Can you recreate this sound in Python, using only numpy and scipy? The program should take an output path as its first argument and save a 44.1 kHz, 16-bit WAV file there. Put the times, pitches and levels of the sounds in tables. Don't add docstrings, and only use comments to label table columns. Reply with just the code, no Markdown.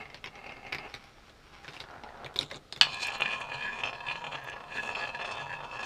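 import sys
import numpy as np
from scipy import signal
from scipy.fft import rfft, irfft
from scipy.io import wavfile
from scipy.ndimage import uniform_filter1d

SR = 44100
rng = np.random.default_rng(int(sys.argv[2]) if len(sys.argv) > 2 else 0)


def invert_db(x):
    u = np.asarray(x, float) / 20
    return 10 ** u


def store_pcm(level_fs):
    pcm = np.round(np.clip(level_fs, -1, 1) * 32767).astype(np.int16)
    wavfile.write(sys.argv[1], SR, np.atleast_2d(pcm).T)


N = 257984

# pitch_hz, density_db [dB per Hz]
AIR_SPECTRUM = [(12, -7), (20, 7.5), (134, -2), (444, -5.5), (821, -7.5), (918, -19.5), (1280, -6.5),
                (1560, -12), (2240, -17.5), (4030, -16), (5480, -22), (12300, -36.5), (15800, -38)]

# pitch_hz, width_hz, level_db
NEAR_RAIL_MODES = [(783, 79, -9), (1280, 180, -9.5), (1750, 120, 5), (2150, 33, 13.5), (2670, 140, 12),
                   (3900, 42, -22), (4700, 180, -7)]
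FAR_RAIL_MODES = [(795, 28, -8.5), (1410, 610, -3.5), (2150, 300, -7), (3440, 110, -3), (4450, 83, -17),
                  (5630, 170, -4)]
TILE_MODES = [(770, 230, -1.5), (1420, 170, -3), (1640, 290, -4), (3670, 78, -11), (4940, 170, -32),
              (5820, 58, -30)]
ARM_MODES = [(2240, 95, -8), (3700, 330, 1), (4500, 110, -20), (7100, 900, -6)]
BODY_CHANGES_S = (0.88, 1.63, 1.836, 2.357)
# start_s, level_db
ROLLING_LEVEL = [(0.0, -50), (0.21, -62), (0.33, -58), (0.51, -53.5), (0.68, -53), (0.76, -52.5),
                 (0.9, -47), (1.0, -53.5), (1.5, -55.5), (1.77, -51), (2.0, -56.5), (2.28, -51),
                 (2.42, -53), (2.49, -63), (2.57, -59), (2.61, -83), (2.71, -72), (2.803, -59)]
# rumble_db, ring_db, fizz_db
ROLLING_COLOURS = [
    (2, 2, -12),
    (-6, -3, -11.5),
    (-2.5, -6, -2),
    (4, -3, -26),
    (9, -1, 10),
]

# start_s, peak_db, pitch_hz, extra_brightness_db
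RAIL_JOINTS = [(0.0185, -32, 2140, -21), (0.0556, -31, 2080, -19), (0.1012, -37, 2010, 0),
               (0.1446, -23.5, 4300, -5), (0.173, -36.5, 2570, -3), (0.2418, -21, 2560, -2),
               (0.26, -27.5, 2150, -1), (0.2725, -27, 2710, -2), (0.355, -33, 2210, -5),
               (0.466, -34, 2300, -3), (0.494, -30.5, 2620, -13), (0.5216, -30, 2240, -12),
               (0.568, -36, 2150, 0), (0.6664, -32, 2160, -7), (0.724, -19.5, 2450, -4),
               (0.728, -17, 2150, -10), (0.7475, -20, 2240, -2), (0.7842, -27, 2250, 2),
               (0.8976, -36.5, 2550, 3), (0.9409, -22, 2240, 5.5), (0.949, -31.5, 2240, 21),
               (1.04, -40.5, 2240, 33), (1.296, -44, 3530, 42)]
TILE_EDGES = [(1.6458, -31.5, 1700, 5), (1.68, -28, 1550, 2), (1.686, -31.5, 2580, 3),
              (1.734, -36.5, 2670, 3), (1.766, -29.5, 2600, 8), (1.8031, -25, 3700, 2),
              (1.839, -33.5, 1570, 0), (1.887, -33, 1620, -19), (1.909, -37, 1640, -9),
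              (1.938, -51, 1500, -9), (1.981, -39, 1720, -9), (2.036, -29.5, 865, 0),
              (2.089, -36.5, 1880, -10), (2.173, -39, 1490, -1)]
ARM_HITS = [(2.2458, -24.5, 3730, -18), (2.2618, -26, 2170, -4), (2.3417, -41.5, 3320, 27),
            (2.36, -18, 3480, -19), (2.364, -27.5, 3670, 9), (2.3895, -17.5, 3800, -5),
            (2.4104, -22, 3700, 2), (2.4207, -27, 3900, -4), (2.4292, -27, 3040, 1),
            (2.5026, -33.5, 3700, 0), (2.5125, -25, 1960, -11), (2.5143, -23.5, 3700, -14),
            (2.5443, -27, 3700, -9), (2.5592, -31, 6650, -2), (2.7252, -22, 3620, -0.5),
            (2.762, -30, 3540, 5), (2.775, -37, 2000, 21)]
# low_share_db [at -38.5 dB peak], high_share_db [at -28 dB peak], t60_s
KNOCK_TIMBRES = [
    (-10, -26.5, 0.096),
    (-11, -23, 0.087),
    (-7.5, -15, 0.074),
]
# start_s, peak_db, pitch_hz, t60_s
ARM_BASE_THUMPS = [(2.359, -32.5, 374, 0.039), (2.391, -38, 540, 0.075), (2.424, -37.5, 287, 0.048),
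                   (2.515, -50, 395, 0.039), (2.522, -36, 562, 0.039), (2.551, -48, 500, 0.11)]
# start_s, peak_db, low_pitch_hz, high_pitch_hz, width_hz
CATCH_SNAP = (2.3893, -10, 3660, 4040, 260)

# start_s, peak_db
BOWL_LANDING = [(2.8116, -.5)]
# pitch_hz, level_db, t60_s
BOWL_LANDING_MODES = [(145, -31.5, 0.51), (754, 2.5, 0.014), (990, -15, 0.041), (1130, -30, 0.2),
                      (1610, -6.5, 0.036), (1686, -7, 0.062), (2000, -40, 0.049), (2740, 0, 0.043),
                      (2550, 7.5, 0.016), (2920, 12.5, 0.018), (2880, -42, 0.039), (3410, 2, 0.035),
                      (3530, -1, 0.035), (5240, -22, 0.04), (4390, 14, 0.012), (6000, -17, 0.059),
                      (6730, -11, 0.026), (7870, -12, 0.044)]

# pitch_hz, width_hz, level_db
DISH_MODES = [(473, 150, 4), (720, 25, 3), (778, 56, 4.5), (961, 31, 10), (1042, 63, 7.5), (1490, 330, 4.5)]
RING_MODES = [(1704, 94, 9), (1737, 165, 0.78)]
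RIM_MODES = [(2386, 140, -4), (2478, 46, 3.5), (2608, 75, 2), (2710, 145, -2), (2010, 1100, -15),
             (2860, 260, -5.5), (3170, 85, -4.5), (3310, 71, -10), (3535, 87, -6.5)]
FIZZ_MODES = [(4160, 150, 1), (8750, 350, -10), (4446, 124, -2), (5310, 100, -4), (5830, 99, -12.5),
              (6170, 85, -7.5), (6910, 380, -8.5), (7440, 890, -9.5), (8050, 660, -15), (9850, 700, -19.5),
              (6840, 2200, -2)]
TOWER_MODES = [(130.5, 32, 3), (157, 18, -1), (240.5, 9.2, -15)]
# start_s, level_db
RIM_PRESSURE = [(2.9, -38), (3.07, -37), (3.3, -39), (3.47, -41), (3.62, -39.5), (3.75, -41.5),
                (3.86, -41.5), (4.02, -48), (4.12, -44), (4.48, -45), (4.66, -51), (4.76, -40), (5.04, -42),
                (5.13, -43.5), (5.25, -38.5), (5.58, -46), (5.68, -47.5), (5.8, -38.5)]
# level_db, slope [dB per dB of pressure], drift [dB per s]
DISH_FOLLOW = (-41.5, 0.26, 0.6)
RING_FOLLOW = (-37, 0.74, 0.09)
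FIZZ_FOLLOW = (-57.5, 1.17, -0.36)
STILL_LINE_TIMES_S = (2.62, 2.89, 3.13, 3.46, 3.84, 4.3, 4.62, 4.96, 5.32, 5.64, 6.0)
SPIRAL_DRIFT = -3.0, -2.5, 2.2
JOLTS_S = (3.204, 3.407, 3.468, 3.488, 3.833, 3.929, 4.066, 4.241, 4.314, 4.601, 4.949, 5.146, 5.248, 5.309,
           5.826)
# start_s, thud_db, rim_ring_db
SPIRAL_HOPS = [(2.8702, -20, -46), (2.8737, -39, -43), (2.9282, -35, -31), (2.9401, -28, -27),
               (2.951, -49, -34), (2.995, -44, -36), (2.999, -29.5, -47), (3.0135, -39, -38),
               (3.0189, -33, -28), (3.0236, -33, -40), (3.0277, -23.5, -25.5), (3.0467, -32, -23),
               (3.0595, -42, -22), (3.064, -35, -44), (3.075, -32, -26), (3.0818, -22.5, -20),
               (3.0863, -23, -26.5), (3.0913, -24, -31), (3.0961, -23, -53), (3.1189, -21.5, -26),
               (3.1331, -23, -48), (3.1492, -24, -29), (3.157, -20, -39), (3.2005, -23, -27.5),
               (3.2064, -17.5, -21.5), (3.2114, -25, -30), (3.2199, -14.5, -12.5), (3.2239, -36, -21),
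               (3.23, -28, -48), (3.2489, -31.5, -26), (3.2582, -19, -17), (3.2707, -42, -30.5),
               (3.2747, -25, -32), (3.2954, -31, -27.5), (3.3066, -29, -23), (3.3149, -24, -24),
               (3.3213, -39, -33), (3.3253, -27, -25.5), (3.333, -22, -22), (3.3405, -21, -51),
               (3.3443, -28, -28.5), (3.4085, -22.5, -44.5), (3.4168, -34, -25), (3.4392, -27, -32),
               (3.4899, -26, -53), (3.5192, -21, -29), (3.5323, -25, -35), (3.5396, -36, -31),
               (3.5516, -35, -43), (3.6023, -36, -39), (3.62, -41, -35), (3.624, -22, -28),
               (3.628, -34, -34), (3.6321, -30, -35), (3.6556, -26, -41), (3.6609, -27, -34),
               (3.6766, -26.5, -30.5), (3.7876, -26, -30), (3.804, -28, -28), (3.8354, -18.5, -15.5),
               (3.843, -22.5, -26), (3.8469, -25.5, -33), (3.8538, -19, -23), (3.8568, -27.5, -47),
               (3.861, -25, -28), (3.865, -22.5, -35), (3.8714, -28, -24), (3.873, -23, -27),
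               (3.8777, -22, -27.5), (3.8839, -31, -27), (3.888, -25, -35), (3.892, -31, -28),
               (3.8957, -22, -35), (3.8995, -30, -38), (3.9042, -33, -38), (3.9299, -23, -28.5),
               (3.9328, -26, -47), (3.9486, -29, -32), (3.9513, -46, -32.5), (4.005, -27.5, -31.5),
               (4.0662, -34, -30.5), (4.0836, -39, -43), (4.0849, -26, -22.5), (4.0891, -27, -51),
               (4.0951, -28, -49), (4.0976, -31, -25), (4.1122, -22.5, -26), (4.1191, -26.5, -31),
               (4.147, -32, -41), (4.1565, -23.5, -28), (4.2118, -29, -53), (4.2415, -22.5, -28),
               (4.2667, -22, -27), (4.3162, -30, -35), (4.3214, -21.5, -32), (4.3256, -32, -26),
               (4.3328, -20.5, -32), (4.3395, -26.5, -36), (4.3439, -25, -25.5), (4.3479, -21, -31.5),
               (4.351, -25, -25), (4.3546, -21, -23), (4.357, -25, -37), (4.3731, -31, -33),
               (4.4676, -31, -37), (4.4844, -35.5, -31), (4.4868, -22.5, -32.5), (4.497, -33, -31),
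               (4.5641, -28, -39), (4.603, -39, -37), (4.7147, -34, -38), (4.7719, -26, -25.5),
               (4.793, -25, -36), (4.822, -46, -36), (4.879, -24, -37), (4.888, -39, -34),
               (4.9112, -24, -32), (4.9497, -23.5, -21.5), (4.956, -22.5, -21.5), (4.9615, -27, -32.5),
               (4.9675, -21, -34), (4.9721, -21, -32), (4.9773, -22, -50), (4.9816, -23, -32),
              (4.9897, -23, -32), (4.9939, -22, -32), (4.9985, -22, -35), (5.0059, -23, -33),
              (5.01, -22, -30), (5.014, -22, -29), (5.0199, -22, -37), (5.0247, -22, -27),
              (5.0305, -19, -35), (5.0365, -20, -24), (5.0423, -19, -50), (5.0493, -19, -27),
              (5.0541, -26, -26), (5.0734, -21, -29), (5.0907, -22, -29), (5.1472, -21, -28),
              (5.1512, -25, -42), (5.2001, -23, -32), (5.2088, -25, -40), (5.2131, -22, -27),
              (5.2183, -22, -30), (5.2413, -24, -40), (5.2495, -22, -27), (5.2544, -24, -32),
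              (5.2594, -25, -38), (5.2935, -25, -50), (5.3099, -21, -29), (5.3144, -23, -37),
              (5.364, -25, -40), (5.3775, -34, -32), (5.3893, -25, -50), (5.4017, -23, -35),
              (5.4117, -23, -37), (5.467, -24, -45), (5.4946, -25, -37), (5.5167, -24, -38),
              (5.5301, -27, -35), (5.5338, -25, -50), (5.5375, -22, -32), (5.5426, -24, -38),
              (5.5511, -29, -34), (5.592, -26, -40), (5.605, -24, -37), (5.6083, -25, -40),
              (5.6268, -27, -44), (5.6357, -25, -42), (5.6404, -36, -35), (5.6441, -26, -38),
              (5.7497, -25, -40), (5.7884, -26, -40), (5.7967, -25, -39), (5.802, -26, -36),
              (5.8061, -26, -37), (5.8269, -24, -41), (5.8346, -25, -35), (5.8416, -28, -35),
               (4.41, -36, -47), (4.439, -50, -55), (4.475, -22, -34), (4.518, -30, -34.5),
             (4.5285, -38, -31), (4.5677, -25, -43), (4.6074, -25.5, -40), (4.6395, -28, -37),
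             (4.6992, -40, -57), (4.723, -31, -31), (4.7393, -40, -34), (4.7613, -24, -34),
             (4.7774, -34, -29), (4.7953, -31, -30), (4.829, -27, -34), (4.856, -27, -34),
             (4.8635, -42, -33), (4.8903, -26, -28), (4.8926, -17, -44), (4.9281, -26.5, -33),
             (4.9848, -29, -33), (5.001, -27.5, -40), (5.0785, -24, -37), (5.0945, -24.5, -48),
             (5.19, -33, -32), (5.1955, -21.5, -32), (5.2722, -33, -39), (5.2908, -20.5, -34),
             (5.302, -29, -35), (5.349, -26, -39), (5.3735, -23, -35), (5.394, -35, -30.5),
             (5.4228, -24, -37), (5.44, -38, -40), (5.528, -31, -29.5), (5.566, -29, -37),
             (5.7129, -29, -32), (5.7298, -24.5, -47), (5.7585, -32, -42), (5.7688, -40, -31.5)]
IN_BOWL_S = 2.84

# start_s, peak_db, pitch_hz
SETTLING_TICKS = [(2.945, -40.5, 7960), (3.044, -40, 8350), (3.0698, -32, 7900), (3.074, -44, 12000),
                  (3.1822, -49, 13500), (3.208, -35.5, 7860), (3.222, -51, 11880), (3.403, -47, 8700),
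                  (4.4417, -46, 12500), (4.498, -39.5, 7000)]


def level(x, db):
    return x * invert_db(db) / np.sqrt(np.mean(x ** 2))


def peak(x, db):
    return x * invert_db(db) / np.abs(x).max()


def add(out, s, sound):
    i = int(s * SR)
    out[i:i + len(sound)] += sound[:N - i]


def curves(table):
    s, *columns = np.transpose(table)
    return [np.interp(np.arange(N) / SR, s, c) for c in columns]


def walk(rate):
    k = int(SR / rate)
    held = np.repeat(rng.standard_normal(N // 20)[:N // k + 1], k)
    return 2.7 * uniform_filter1d(uniform_filter1d(held, k), k)[:N]


def decay_width(t60):
    return np.log(1000) / np.pi / t60


def mode(x, hz, width):
    pole = np.exp((2j * hz - width) * np.pi / SR)
    return signal.lfilter([1], [1, -pole], x).imag


def soften(x, contact_s):
    keep = np.exp(-1 / (contact_s * SR))
    return signal.lfilter([(1 - keep) ** 2], [1, -2 * keep, keep ** 2], x)


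def ring(force, db, modes, wander_db, wander_rate, blows=0, fade_db=0, grow_db=0):
    gains = [(-1) ** k * invert_db(m[2]) * np.sqrt(m[1]) for k, m in enumerate(modes)]
    power = sum(g ** 2 * SR / (4 * np.pi * m[1]) for g, m in zip(gains, modes))
    drive = force * invert_db(db) / np.sqrt(power) + blows / np.sqrt(np.sum(np.square(gains)))
    out = 0
    for k, (gain, (hz, width, _)) in enumerate(zip(gains, modes)):
        drift_db = fade_db * (k < 2) + grow_db * (k == 2)
        out = out + gain * mode(drive * invert_db(wander_db * walk(wander_rate) + drift_db), hz, width)
    return out


def air():
    hz = np.fft.rfftfreq(N, 1 / SR)
    table_hz, table_db = np.transpose(AIR_SPECTRUM)
    shape = invert_db(np.interp(np.log(hz + 1), np.log(table_hz), table_db))
    return level(irfft(rfft(rng.standard_normal(N)) * shape, N), -57)


def skips(rate, uneven, scatter_db, grit_db):
    chance = rng.standard_normal((N // 40, 2))
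    turns = np.cumsum(rate) / SR
    gaps = np.exp(uneven * chance[:, 0] - uneven ** 2 / 2)
    at = np.searchsorted(turns, np.cumsum(gaps))
    force = np.zeros(N + 1)
    np.add.at(force, at, invert_db(scatter_db * chance[:, 1]))
    return level(force[:N], 0) + invert_db(grit_db) * rng.standard_normal(N)


def track():
    level_db, = curves(ROLLING_LEVEL)
    s = np.arange(N) / SR
    force = skips(np.full(N, 260.), uneven=.6, scatter_db=3, grit_db=-4) * invert_db(1.7 * walk(30))
    force = 1.94 * soften(force, .00002)
    bodies = (NEAR_RAIL_MODES, FAR_RAIL_MODES, TILE_MODES, TILE_MODES, ARM_MODES)
    edges = (0, *BODY_CHANGES_S, ROLLING_LEVEL[-1][0])
    out = 0
    for body, shares, start, end in zip(bodies, ROLLING_COLOURS, edges, edges[1:]):
        here = force * (s >= start) * (s < end)
        for db, lo, hi in zip(shares, (0, 1600, 3300), (1600, 3300, SR)):
            modes = [m for m in body if lo <= m[0] < hi]
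            broad = [(min(max(lo, 500) * 1.59, 4200), 1.32 * max(lo, 900), -7)]
            out = out + ring(here, level_db + db - 8.5, modes + broad, 0.31, 14.42)
    return out


def knocks():
    out, t = np.zeros(N), np.arange(SR // 5) / SR
    steps = np.linspace(-1, 1, 8)
    parts = zip((RAIL_JOINTS, TILE_EDGES, ARM_HITS), KNOCK_TIMBRES)
    rows = [(*knock, *timbre) for part, timbre in parts for knock in part]
    seeds = rng.integers(1 << 30, size=99)
    for (s, db, hz, bright_db, low_db, high_db, t60), seed in zip(rows, seeds):
        low_db = low_db - 0.4539 * (db + 38.5)
        high_db = high_db + 1.2 * (db + 28.0) + bright_db
        mid_db = -6.5 + .5 * min(bright_db, 0)
        own = np.random.default_rng(seed)
        rattle = own.standard_normal(len(t)) * np.exp(-np.log(1000) * t / np.clip(t60, .005, .2))
        push = soften(.055 * rattle + (t == 0), .00002)
        table = mode(push, 150, 27) + .5 * mode(push, 190, 140)
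        add(out, s, peak(table, db + low_db - 8.0))
        for centre_hz, spread, share_db in ((717, 0.678, low_db), (3410, 0.45, mid_db), (7000, 0.557, high_db)):
            pitches = centre_hz * np.exp(spread * steps + 0.089 * own.standard_normal(8))
            part = sum((-1) ** k * mode(push, f, 50 + .075 * f) for k, f in enumerate(pitches))
            add(out, s, peak(part, db + share_db))
        main = mode(push, hz, .11 * hz) + mode(push, 1.05 * hz, .11 * hz)
        add(out, s, peak(main, db - 5.5))
    return out


def arm_thumps():
    out, blow = np.zeros(N), np.eye(1, SR // 5)[0]
    for s, db, hz, t60 in ARM_BASE_THUMPS:
        add(out, s, invert_db(db) * mode(blow, hz, decay_width(t60)))
    return out


def catch_snap():
    out, blow = np.zeros(N), np.eye(1, SR // 5)[0]
    s, db, low_hz, high_hz, width = CATCH_SNAP
    add(out, s, peak(mode(blow, low_hz, width) - mode(blow, high_hz, width), db))
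    return out


def landing():
    (s, db), t = BOWL_LANDING[0], np.arange(SR // 2) / SR
    push = np.zeros(len(t))
    for delay_s, size in ((0, 0.53), (.00065, 1), (.0085, .4), (.02, 0.18)):
        push[int(delay_s * SR)] = size
    rattle = rng.standard_normal(len(t)) * np.exp(-t / 0.023)
    push = soften(push + 0.026 * rattle, .00002)
    body = 0
    for k, (hz, mode_db, t60) in enumerate(BOWL_LANDING_MODES):
        body = body + (-1) ** k * invert_db(mode_db) * mode(push, hz, decay_width(t60))
    crack = 7 * mode(push, 3520, 450) + 3 * mode(push, 3000, 660) + 0.27 * mode(push, 6200, 4000)
    out = np.zeros(N)
    add(out, s, peak(body + crack, db))
    return out


def hops(high_gap_s, low_gap_s, uneven, scatter_db):
    bounce_lasts_s = .032
    force = np.zeros((3, N))
    chance = rng.standard_normal((260, 2, 60))
    rows = [(IN_BOWL_S, -90, -90)] + sorted(SPIRAL_HOPS)
    ends = [row[0] for row in rows[1:]] + [N / SR]
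    shrink = np.exp(-np.arange(60) * high_gap_s / (2 * bounce_lasts_s))
    gaps = low_gap_s + (high_gap_s - low_gap_s) * shrink
    for (s, thud_db, rim_db), end, (late, size) in zip(rows, ends, chance):
        after = np.cumsum(gaps * np.exp(uneven * late))
        keep = s + after < end - .003
        heights = invert_db(scatter_db * size) * (0.2 + 0.3 * np.exp(-after / 0.0074))
        force[0, ((s + after[keep]) * SR).astype(int)] = heights[keep]
        force[1:, int(s * SR)] = invert_db(thud_db), invert_db(rim_db)
    return force


def thud(landings, narrow_s, wide_s, lead_s):
    t = np.arange(-90, 91) / SR
    swell = np.exp(-((t + lead_s) / wide_s) ** 2) * narrow_s / wide_s
    spike = np.exp(-(t / narrow_s) ** 2)
    return signal.fftconvolve(landings, swell - spike, "same")


def bowl_levels():
    s, (rim_db,) = np.arange(N) / SR, curves(RIM_PRESSURE)
    lull_db, lull_s, still_db = -6, .014, -20
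    for at_s in JOLTS_S:
        rim_db = rim_db + lull_db * np.exp(-np.abs(at_s - s) / lull_s) * (s < at_s)

    def follow(db, slope, drift):
        return db + slope * (rim_db + 44.0) + drift * (s - IN_BOWL_S)

    angle = np.pi * np.interp(s, STILL_LINE_TIMES_S, np.arange(len(STILL_LINE_TIMES_S)))
    lobes_db = 10 * np.log10(np.sin(angle) ** 2 + invert_db(still_db) ** 2)
    return follow(*DISH_FOLLOW), follow(*RING_FOLLOW) + lobes_db, rim_db, follow(*FIZZ_FOLLOW), lobes_db


def bowl():
    dish_db, ring_db, rim_db, fizz_db, lobes_db = bowl_levels()
    rim_fade_db, fizz_fade_db, rim_grow_db = np.outer(SPIRAL_DRIFT, np.arange(N) / SR - 4.0)
    small, low, mid = hops(high_gap_s=.0052, low_gap_s=.0037, uneven=.22, scatter_db=3)
    grit = rng.standard_normal(N) * invert_db(1.8 * walk(45)) * (np.arange(N) > IN_BOWL_S * SR)
    force = level(small, -3) + invert_db(-10) * grit
    landings = small * invert_db(dish_db + 18) + low * invert_db(0.3)
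    thumps = thud(landings, narrow_s=.0002, wide_s=.00052, lead_s=.00012)
    dish = ring(force, dish_db - 8.5, DISH_MODES, 1.4, 9, low * invert_db(-20))
    rim = ring(force, ring_db - 8.5, RING_MODES, 1.2, 40, low * invert_db(lobes_db - 5))
    rim = rim + ring(force, rim_db - 5.5, RIM_MODES, 1.3, 18, mid * invert_db(-1), rim_fade_db, rim_grow_db)
    tower = ring(force, dish_db - 16.0, TOWER_MODES, 2.3, 9.2, low * invert_db(-25.5))
    chatter = soften(mid + .5 * low, .003)
    scrape = .45 * force + invert_db(-7) * grit * (.4 + .75 * level(chatter, 0) ** .7)
    fizz = ring(scrape, fizz_db - 3, FIZZ_MODES, 1.9, 12, (mid + .4 * low) * invert_db(-24), fizz_fade_db)
    fizz = soften(soften(fizz, .000017), .000015)
    return thumps + tower + 1.3 * soften(dish + rim, .00003) + 2.2 * fizz


def ticks():
    out, t = np.zeros(N), np.arange(SR // 10) / SR
    for s, db, hz in SETTLING_TICKS:
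        puff = rng.standard_normal(len(t)) * np.exp(-t / 0.0025)
        puff = mode(mode(puff, hz, 0.39 * hz), hz, 0.39 * hz)
        add(out, s, peak(puff, db))
    return out


def walls(near):
    t = np.arange(SR // 2) / SR
    tail = rng.standard_normal(len(t)) * np.exp(-np.log(1000) * t / 0.14) * (t > .004)
    tail = mode(tail, 810, 3100)
    return signal.fftconvolve(near, tail * invert_db(-19) / np.sqrt(np.sum(tail ** 2)))[:N]


def scene():
    near = track() + knocks() + arm_thumps() + catch_snap() + landing() + bowl() + ticks()
    near = signal.sosfilt(signal.butter(2, 90, "high", fs=SR, output="sos"), near)
    return (near + walls(near) + air())[None]


def top_cut(x):
    return signal.sosfilt(signal.butter(12, 16000, fs=SR, output="sos"), x)


def record(dry):
    cut = signal.sosfilt(signal.ellip(8, .2, 60, 15200, fs=SR, output="sos"), dry)
    return top_cut(cut)


dry = scene()
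out = record(dry)
store_pcm(out)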